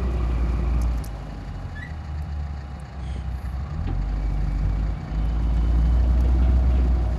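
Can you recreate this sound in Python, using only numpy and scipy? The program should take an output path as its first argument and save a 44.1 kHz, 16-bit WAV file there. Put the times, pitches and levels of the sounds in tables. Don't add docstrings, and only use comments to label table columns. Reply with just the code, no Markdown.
import sys
import numpy as np
from scipy import signal
from scipy.fft import rfft, irfft, next_fast_len
from scipy.io import wavfile

SR = 44100
rng = np.random.default_rng(int(sys.argv[2]) if len(sys.argv) > 2 else 0)


def unload_audio(sound):
    columns = np.transpose(np.atleast_2d(sound))
    steps = np.round(np.clip(columns, -1, 1) * 32767)
    wavfile.write(sys.argv[1], SR, steps.astype(np.int16))


N = 316638
T = np.arange(N) / SR


def amp(db):
    return 10 ** (np.asarray(db) / 20)


def unit(x):
    return x / np.sqrt(np.mean(x ** 2) + 1e-20)


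def curves(rows):
    s, *columns = np.transpose(rows)
    return [np.interp(T, s, column) for column in columns]


def add(mix, start_s, sound):
    part = mix[max(round(start_s * SR), 0):][:len(sound)]
    part += sound[:len(part)]


def colour(x, points):
    hz, db = np.transpose(points)
    size = next_fast_len(N + 4096)
    log_hz = np.log(np.fft.rfftfreq(size, 1 / SR) + 1)
    gain = amp(np.interp(log_hz, np.log(hz), db, left=-70, right=-70))
    return unit(irfft(rfft(x, size) * gain, size)[:N])


def wander(hz):
    size, rate_hz = 8192, 1000
    f = np.fft.rfftfreq(size, 1 / rate_hz)
    slow = irfft(rfft(rng.standard_normal(size)) / np.sqrt(1 + (f / hz) ** 4))
    return unit(np.interp(T * rate_hz, np.arange(len(slow)), slow))


def burst(decay_s, hz, octaves, rise_s):
    t = T[:SR // 2]
    f = np.fft.rfftfreq(len(t), 1 / SR) + 1
    band = np.exp(-0.5 * (np.log2(f / hz) / octaves) ** 2)
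    noise = unit(irfft(rfft(rng.standard_normal(len(t))) * band, len(t)))
    return noise * (1 - np.exp(-t / rise_s)) * np.exp(-t / decay_s)


def fuzzy(hz, width_hz):
    phase = 2 * np.pi * np.cumsum(hz * np.ones(N)) / SR
    return wander(width_hz / 2) * np.cos(phase) + wander(width_hz / 2) * np.sin(phase)


def puffs(turns, length, bed, uneven_db):
    strength = amp(uneven_db * (2 * rng.random(1024) - 2.0))[turns.astype(int)]
    return (bed + strength * np.exp(-(turns % 1) / length)) * rng.standard_normal(N)


def truck():
    # start_s, firing_hz, effort_db
    engine = [(0, 62.56, -6), (.36, 57.8, -2), (.9, 58.78, -2.5), (1.05, 53.93, -2), (1.25, 51.12, -6),
              (1.62, 44.22, -0.5), (1.98, 37.79, -2.5), (2.4, 36.57, -1), (2.72, 34.42, -8.5),
              (3.1, 32.51, -3), (3.3, 31.2, -1), (3.5, 31.22, -4.5), (3.67, 35.41, 0.5),
              (3.95, 45.96, -0.5), (4.12, 49.9, -1.5), (4.58, 48.11, 0.5), (4.88, 52.96, -1.5),
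              (5.06, 49.85, 2), (5.36, 56.04, -2.5), (5.55, 55.84, 0.5), (5.88, 59.18, 1), (6.65, 63.08, 1),
              (6.95, 60.6, 0), (7.18, 58.5, -6)]
    # start_s, level_db
    noise_level = [(0, 1.7), (.85, 0.5), (1.4, -1), (2.5, -2.5), (3.2, 2), (3.62, 3.5), (4.0, -0.5),
                   (4.6, 1), (5.25, -0.6), (5.85, 0), (6.3, 0.5), (7.18, 1)]
    working_hz = 60
    firing_hz, effort_db = curves(engine)
    noise_db, = curves(noise_level)
    turns = np.cumsum(firing_hz) / SR
    octaves = np.log2(firing_hz / working_hz)
    return (exhaust(firing_hz, effort_db, turns) + barks(turns, octaves, effort_db)
            + rumble(turns, octaves, effort_db, noise_db) + clatter(turns, octaves, noise_db) + rustle())


def exhaust(firing_hz, effort_db, turns):
    # level_db, fuel_share (part that depends on the fuel)
    orders = [(-0.5, 1), (-7.5, 1), (-9.5, 0.34), (-12, 0.37), (-16, 0.33), (-13.5, 0.3)]
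    # frequency_hz, gain_db
    pipe = [(31, -55), (37, -48), (40, -33.5), (46, -24.5), (55, -20.5), (62, -18.5), (88, -22.5),
            (100, -36.5), (112, -44.5), (130, -27), (150, -26.5), (167, -26), (176, -34.5), (205, -40.5),
            (225, -42.5), (245, -35.5), (268, -37.5), (288, -32), (320, -44), (350, -41), (400, -52)]
    silencer_hz, silencer_width_hz = 151, 30
    pipe_hz, pipe_db = np.transpose(pipe)
    eased, out = easing(), np.zeros(N)
    for k, (db, fuel_share) in enumerate(orders, 1):
        tone_hz = k * firing_hz
        gain_db = np.interp(np.log(tone_hz), np.log(pipe_hz), pipe_db)
        level = amp(db + effort_db + gain_db) * (1 - fuel_share * eased)
        unsteady = 1 + np.sqrt(k) * (0.06 * wander(27) + 0.071 * wander(13.0))
        lag = np.pi / 2 + np.arctan(2 * (tone_hz - silencer_hz) / silencer_width_hz)
        out += level * unsteady * np.sqrt(2) * np.cos(2 * np.pi * k * turns - lag)
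    return out


def easing():
    # start_s, end_s, depth (above 1 the wheels drive the engine)
    easings = [(1.021, 1.897, 1.42), (2.034, 2.046, 0.93), (2.83, 2.958, 0.85), (3.192, 3.251, 0.75),
               (3.391, 3.434, 0.9), (3.646, 3.707, 1.14), (4.941, 5.126, 0.92)]
    ramp_s = 0.078
    return sum(depth * np.clip(np.minimum(T - start, end - T) / ramp_s + 0.5, 0, 1)
               for start, end, depth in easings)


def barks(turns, octaves, effort_db):
    level_db, growth_db_per_octave = -42, 27.5
    knock_hz, decay_s = 221, 0.0022
    fired = np.diff(np.floor(turns), prepend=0) > 0
    strength = np.minimum(rng.exponential(1, 1024), 3)[turns.astype(int)]
    t = T[:SR // 20]
    knock = np.sin(2 * np.pi * knock_hz * t) * np.exp(-t / decay_s)
    train = signal.oaconvolve(fired * strength, knock)[:N]
    band = signal.butter(3, [130, 400], "bandpass", fs=SR, output="sos")
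    return amp(level_db + effort_db + growth_db_per_octave * octaves) * unit(signal.sosfilt(band, train))


def rumble(turns, octaves, effort_db, noise_db):
    # multiple of the six-cylinder cycle, level_db (re the throb)
    cycle_lines = [(9, -8.5), (10, -6), (14, -8.5), (16, -5), (20, -12), (22, -15.5), (26, -14), (28, -15),
                   (32, -16)]
    # frequency_hz, density_db (per Hz)
    gas_colour = [(25, -31), (45, -7), (75, 6), (110, 0.5), (170, -2.5), (210, -9), (270, -15),
                  (345, -14.5), (410, -22.5), (600, -28.5), (1200, -52)]
    throb_db, gas_db, growth_db_per_octave = -36, -32.5, 7.5
    eased_db = -2
    cycle = turns / 6
    throb = np.zeros(N)
    for k, db in cycle_lines:
        turn = k * cycle + rng.random() + 0.11 * wander(5.2)
        throb += amp(db) * np.sqrt(2) * (1 + 0.34 * wander(8.2)) * np.cos(2 * np.pi * turn)
    gas = colour(puffs(turns, length=0.44, bed=0.38, uneven_db=11.0), gas_colour)
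    level = amp(growth_db_per_octave * octaves + noise_db + eased_db * easing())
    return level * (amp(throb_db + effort_db) * throb + amp(gas_db) * gas)


def clatter(turns, octaves, noise_db):
    # frequency_hz, density_db (per Hz)
    block_colour = [(200, -23), (420, 4), (650, 8), (900, 1.5), (1150, -0.5), (1500, -6), (1900, -19),
                    (2500, -15), (3200, -13), (4600, -20.5), (5800, -28.5), (7000, -42), (9000, -64)]
    block_db, growth_db_per_octave = -45.5, 14
    block = colour(puffs(turns, length=0.35, bed=0.87, uneven_db=11.0), block_colour)
    return amp(block_db + growth_db_per_octave * octaves + noise_db) * (block + amp(-5.5) * rattle(rate_per_s=30))


def rattle(rate_per_s):
    # centre_hz, relative tap level_db
    fittings = [(420, -1), (700, -14), (1150, -2.5), (1800, -7), (2700, -9.5)]
    out = np.zeros(N)
    for hz, db in fittings:
        taps = (rng.random(N) < rate_per_s / SR) * rng.uniform(0.34, 1, N)
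        tap = burst(decay_s=0.015, hz=hz, octaves=0.35, rise_s=0.00023)[:SR // 10]
        out += amp(db) * signal.oaconvolve(taps, tap)[:N]
    return unit(out)


def rustle():
    # frequency_hz, density_db (per Hz)
    straw_colour = [(2000, -17.5), (4500, 10), (7000, 6.5), (8600, -2.5), (10000, 3), (12000, -2),
                    (13500, -10), (14500, -25)]
    # start_s, level_db
    straw_level = [(0, -61.5), (0.9, -62.5), (1.5, -67), (2.4, -70.5), (3.0, -73), (3.95, -69.5),
                   (4.45, -63), (5.1, -69), (5.7, -61), (6.1, -63), (7.18, -62.5)]
    spikes = rng.random(N) < 250 / SR
    crunch = rng.standard_normal(N) * (1 + 6 * spikes) * amp(1.4 * wander(25))
    return amp(curves(straw_level)[0]) * colour(crunch, straw_colour)


def singing():
    # start_s, end_s, pitch_hz, width_hz, level_db
    resonances = [(-0.15, 0.85, 358, 32, -43.5), (-0.3, 0.3, 385, 40, -42), (0.33, 0.76, 177, 10, -39),
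                  (1.1, 2.0, 272, 25, -49), (-0.5, 1.09, 1150, 240, -48.5), (-0.5, 1.06, 2370, 250, -54.5),
                  (-0.8, 0.89, 1950, 56, -60), (3.35, 4.0, 1170, 160, -52.5), (5, 6.25, 2985, 130, -61),
                  (5, 6.1, 3700, 200, -68.5), (5.2, 6.3, 985, 140, -56), (5.8, 7.4, 634, 34, -48),
                  (5.8, 7.4, 755, 45, -53.5), (6.05, 7.4, 342, 30, -44.5)]
    drift, flutter_db = 0.008, 1.5
    out = np.zeros(N)
    for start, end, hz, width_hz, db in resonances:
        swell = np.clip(np.minimum(T - start, end - T) / 0.23, 0, 1)
        level = amp(db + flutter_db * wander(9)) * swell
        out += level * fuzzy(hz * (1 + drift * wander(5.06)), width_hz)
    return out


def gear_whine():
    # start_s, end_s, pitch_hz, level_db
    whines = [(-0.3, 4.3, 2891, -71.5), (-0.3, 3.1, 2917, -74.5), (0.8, 2.286, 2926, -71.5),
              (4.05, 5.25, 2280, -61.5), (5.0, 7.5, 2241, -66), (5.0, 6.3, 3008, -69)]
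    fade_s, waver_hz = 0.16, 4.6
    out = np.zeros(N)
    for start, end, hz, db in whines:
        fade = np.clip(np.minimum(T - start, end - T) / fade_s, 0, 1)
        swell = fade * np.maximum(1.0 + 0.62 * wander(19), 0)
        phase = 2 * np.pi * np.cumsum(hz + waver_hz * wander(19)) / SR
        out += amp(db) * swell * np.sqrt(2) * np.sin(phase)
    return out


def knocks():
    # start_s, level_db, lower_hz, upper_db (re the lower)
    snaps = [(0.1346, -47, 6140, 3), (0.8153, -29.5, 5900, 0), (0.82, -30, 5600, -4),
             (0.833, -35, 6400, -9), (0.977, -44, 6560, 3), (0.982, -39, 6260, -3), (1.039, -31, 5000, 1.5),
             (1.044, -36, 6240, 12.5), (1.061, -30, 6000, -1.5), (1.0724, -36, 6670, -11),
             (2.2217, -44, 6300, 4), (2.703, -53, 8704, -20), (2.7983, -37, 8600, -20),
             (3.288, -52, 6500, -3), (5.2535, -55.5, 5900, 15), (5.5674, -42, 6980, -11),
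             (5.78, -50, 6500, 6), (6.206, -38, 6223, 2), (6.2359, -53, 6310, 7)]
    # start_s, level_db, decay_s, centre_hz, width_octaves
    jolts = [(2.831, -46, 0.029, 370, 0.33), (3.161, -38.5, 0.012, 340, 0.54),
             (3.868, -40.5, 0.018, 2300, 0.52), (3.874, -29.5, 0.033, 255.5, 0.4),
             (3.883, -44, 0.037, 1150, 0.5), (5.567, -43.5, 0.0099, 1870, 0.98),
             (6.19, -51, 0.047, 889, 0.59), (6.239, -38, 0.039, 466.2, 0.19),
             (6.34, -35.5, 0.058, 279, 0.32), (6.42, -48, 0.047, 2760, 0.36),
             (6.749, -48, 0.06, 2620, 0.31), (6.775, -31.5, 0.05, 263, 0.52)]
    # start_s, level_db, decay_s, pitch_hz
    thuds = [(2.765, -42.5, 0.032, 523), (3.162, -14, 0.0022, 245), (3.876, -32, 0.024, 216),
             (3.882, -36, 0.034, 787.7), (3.887, -24, 0.0098, 315), (3.9098, -28, 0.0072, 277.7),
             (4.63, -20, 0.08, 91.6), (5.558, -35, 0.0034, 680), (6.675, -18, 0.034, 120.3),
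             (7.04, -24, 0.06, 92)]
    snap_decay_s, upper_ratio = 0.0034, 1.82
    out, t = np.zeros(N), T[:SR // 2]
    for s, db, hz, upper_db in snaps:
        lower = burst(snap_decay_s, hz, octaves=0.3, rise_s=0.00056)
        upper = burst(snap_decay_s, hz * upper_ratio, octaves=0.21, rise_s=0.00033)
        add(out, s, amp(db - 7.0) * lower)
        add(out, s, amp(db - 10.5 + upper_db) * upper)
    for s, db, decay_s, hz, octaves in jolts:
        add(out, s, amp(db) * burst(decay_s, hz, octaves, rise_s=0.0023))
    for s, db, decay_s, hz in thuds:
        envelope = (1 - np.exp(-t * hz * 2)) * np.exp(-t / decay_s)
        add(out, s, amp(db) * np.sin(2 * np.pi * hz * t) * envelope)
    top_hz = 13200
    return signal.sosfilt(signal.butter(4, top_hz, fs=SR, output="sos"), out)


def squeak():
    # start_s, length_s, pitch_hz (midway), level_db (fundamental), glide_hz_per_s
    squeals = [(1.749, 0.074, 1728, -39.5, 499), (1.811, .038, 1940, -34, 2200)]
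    rise_s, fall_s = 0.018, 0.015
    stutter_db, stutter_per_s, stutter_decay_s = -41.5, 86, 0.042
    uneven, flutter_hz = 0.21, 35.2
    echo_db, echo_s = -11, 0.04
    out = np.zeros(N)
    for start, length, hz, db, glide in squeals:
        t = np.clip(T - start, 0, length)
        swell = np.clip(np.minimum(t / rise_s, (length - t) / fall_s), 0, 1)
        out += amp(db) * swell * squeal(hz + glide * (t - length / 2))
    start, length, hz, *_ = squeals[-1]
    after = np.maximum(T - start - length, 0)
    slips = np.sin(np.pi * (stutter_per_s * after + uneven * wander(30))) ** 2
    slips = (after > 0) * slips * np.exp(-after / stutter_decay_s)
    out += amp(stutter_db) * slips * squeal(hz + flutter_hz * wander(58))
    ring = burst(echo_s, hz=3000, octaves=2, rise_s=0.004)
    return out + amp(echo_db) * signal.oaconvolve(out, ring / np.linalg.norm(ring))[:N]


def squeal(hz):
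    partials_db = [0, -17, -31, -31, -38, -39]
    phase = 2 * np.pi * np.cumsum(hz * (1 + 0.0066 * wander(103))) / SR
    return np.sqrt(2) * sum(amp(db) * np.sin(k * phase) for k, db in enumerate(partials_db, 1))


def vents():
    # start_s, end_s, level_db (at the peak)
    valves = [(2.946, 3.288, -53.5), (3.244, 3.633, -63.5)]
    # frequency_hz, density_db (per Hz)
    valve_colours = [
        [(2000, 8), (2700, -2), (3250, 3), (3900, -6), (4900, -3), (5800, -19), (6150, -8), (6500, 0),
         (7000, -11), (7600, -13), (8600, -3), (10000, -19), (12000, -38)],
        [(7000, -26), (9000, -10), (10000, -1), (11500, 0), (13300, -6), (14200, -30)],
    ]
    whistle_start_s, whistle_peak_s, whistle_db = 2.99, 0.11, -56.5
    final_hz, sag_hz = 2900, 512
    out = np.zeros(N)
    for (start, end, db), points in zip(valves, valve_colours):
        swell = np.sin(np.pi * np.clip((T - start) / (end - start), 0, 1)) ** 2
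        out += amp(db) * swell * colour(rng.standard_normal(N), points)
    t = np.maximum(T - whistle_start_s, 0) / whistle_peak_s
    hz = final_hz + sag_hz * np.exp(-t / 2)
    return out + amp(whistle_db) * (t * np.exp(1 - t)) ** 2 * fuzzy(hz, width_hz=260)


def idler():
    injectors_db = [3.7, 4.4, 5.6, 2.9]
    # frequency_hz, density_db (per Hz)
    tick_colour = [(600, -13), (1200, -13), (1800, 15.5), (2200, 3), (2800, -9), (3350, -21), (4100, 0.5),
                   (4580, 7.5), (4950, -1), (5900, -10.5), (6700, -2.5), (7400, -8), (8200, -28),
                   (13000, -30)]
    body_colour = [(36, -10), (52, 12.5), (75, -3.5), (105, -5), (150, 11.5), (175, 7), (210, 4), (280, 0),
                   (400, -7), (720, -0.5), (860, -7), (1150, -2), (1400, -6.5), (1800, -10.5), (2050, -11),
                   (2500, -12.5), (3300, -25.5), (3700, -17), (6000, -33), (9000, -39)]
    # pitch_hz, first_db, last_db
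    whines = [(808.7, -53, -55.5), (737, -59, -51), (970.5, -68, -64), (1651, -68, -68)]
    idle_hz = 28.33
    turns = idle_hz * T + 0.018 * wander(3.5)
    stroke = np.abs(np.cos(np.pi * turns)) ** 3
    injector_db = np.take(injectors_db, np.round(turns).astype(int), mode="wrap")
    injector = amp(injector_db + 3.9 * np.tanh(wander(20.0)))
    tick = amp(-57.5) * colour(injector * (0.7 + stroke) * rng.standard_normal(N), tick_colour)
    body = amp(-45.5) * colour((1 + 0.27 * stroke) * rng.standard_normal(N), body_colour)
    whine = np.zeros(N)
    for hz, first_db, last_db in whines:
        level = amp(np.linspace(first_db, last_db, N)) * (1 + 0.039 * wander(21.0))
        whine += level * np.sqrt(2) * np.sin(2 * np.pi * hz * (T + 0.0002 * wander(6.5)))
    return tick + body + whine


def scene():
    return (truck() + singing() + gear_whine() + knocks() + squeak() + vents() + idler())[None]


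def record(dry):
    cutoff_hz = 15400
    taps = signal.firwin(511, cutoff_hz, window=("kaiser", 9), fs=SR)
    padded = np.pad(dry[0], len(taps) // 2, "reflect", reflect_type="odd")
    return signal.oaconvolve(padded, taps, "valid")[None]


dry = scene()
out = record(dry)
unload_audio(out)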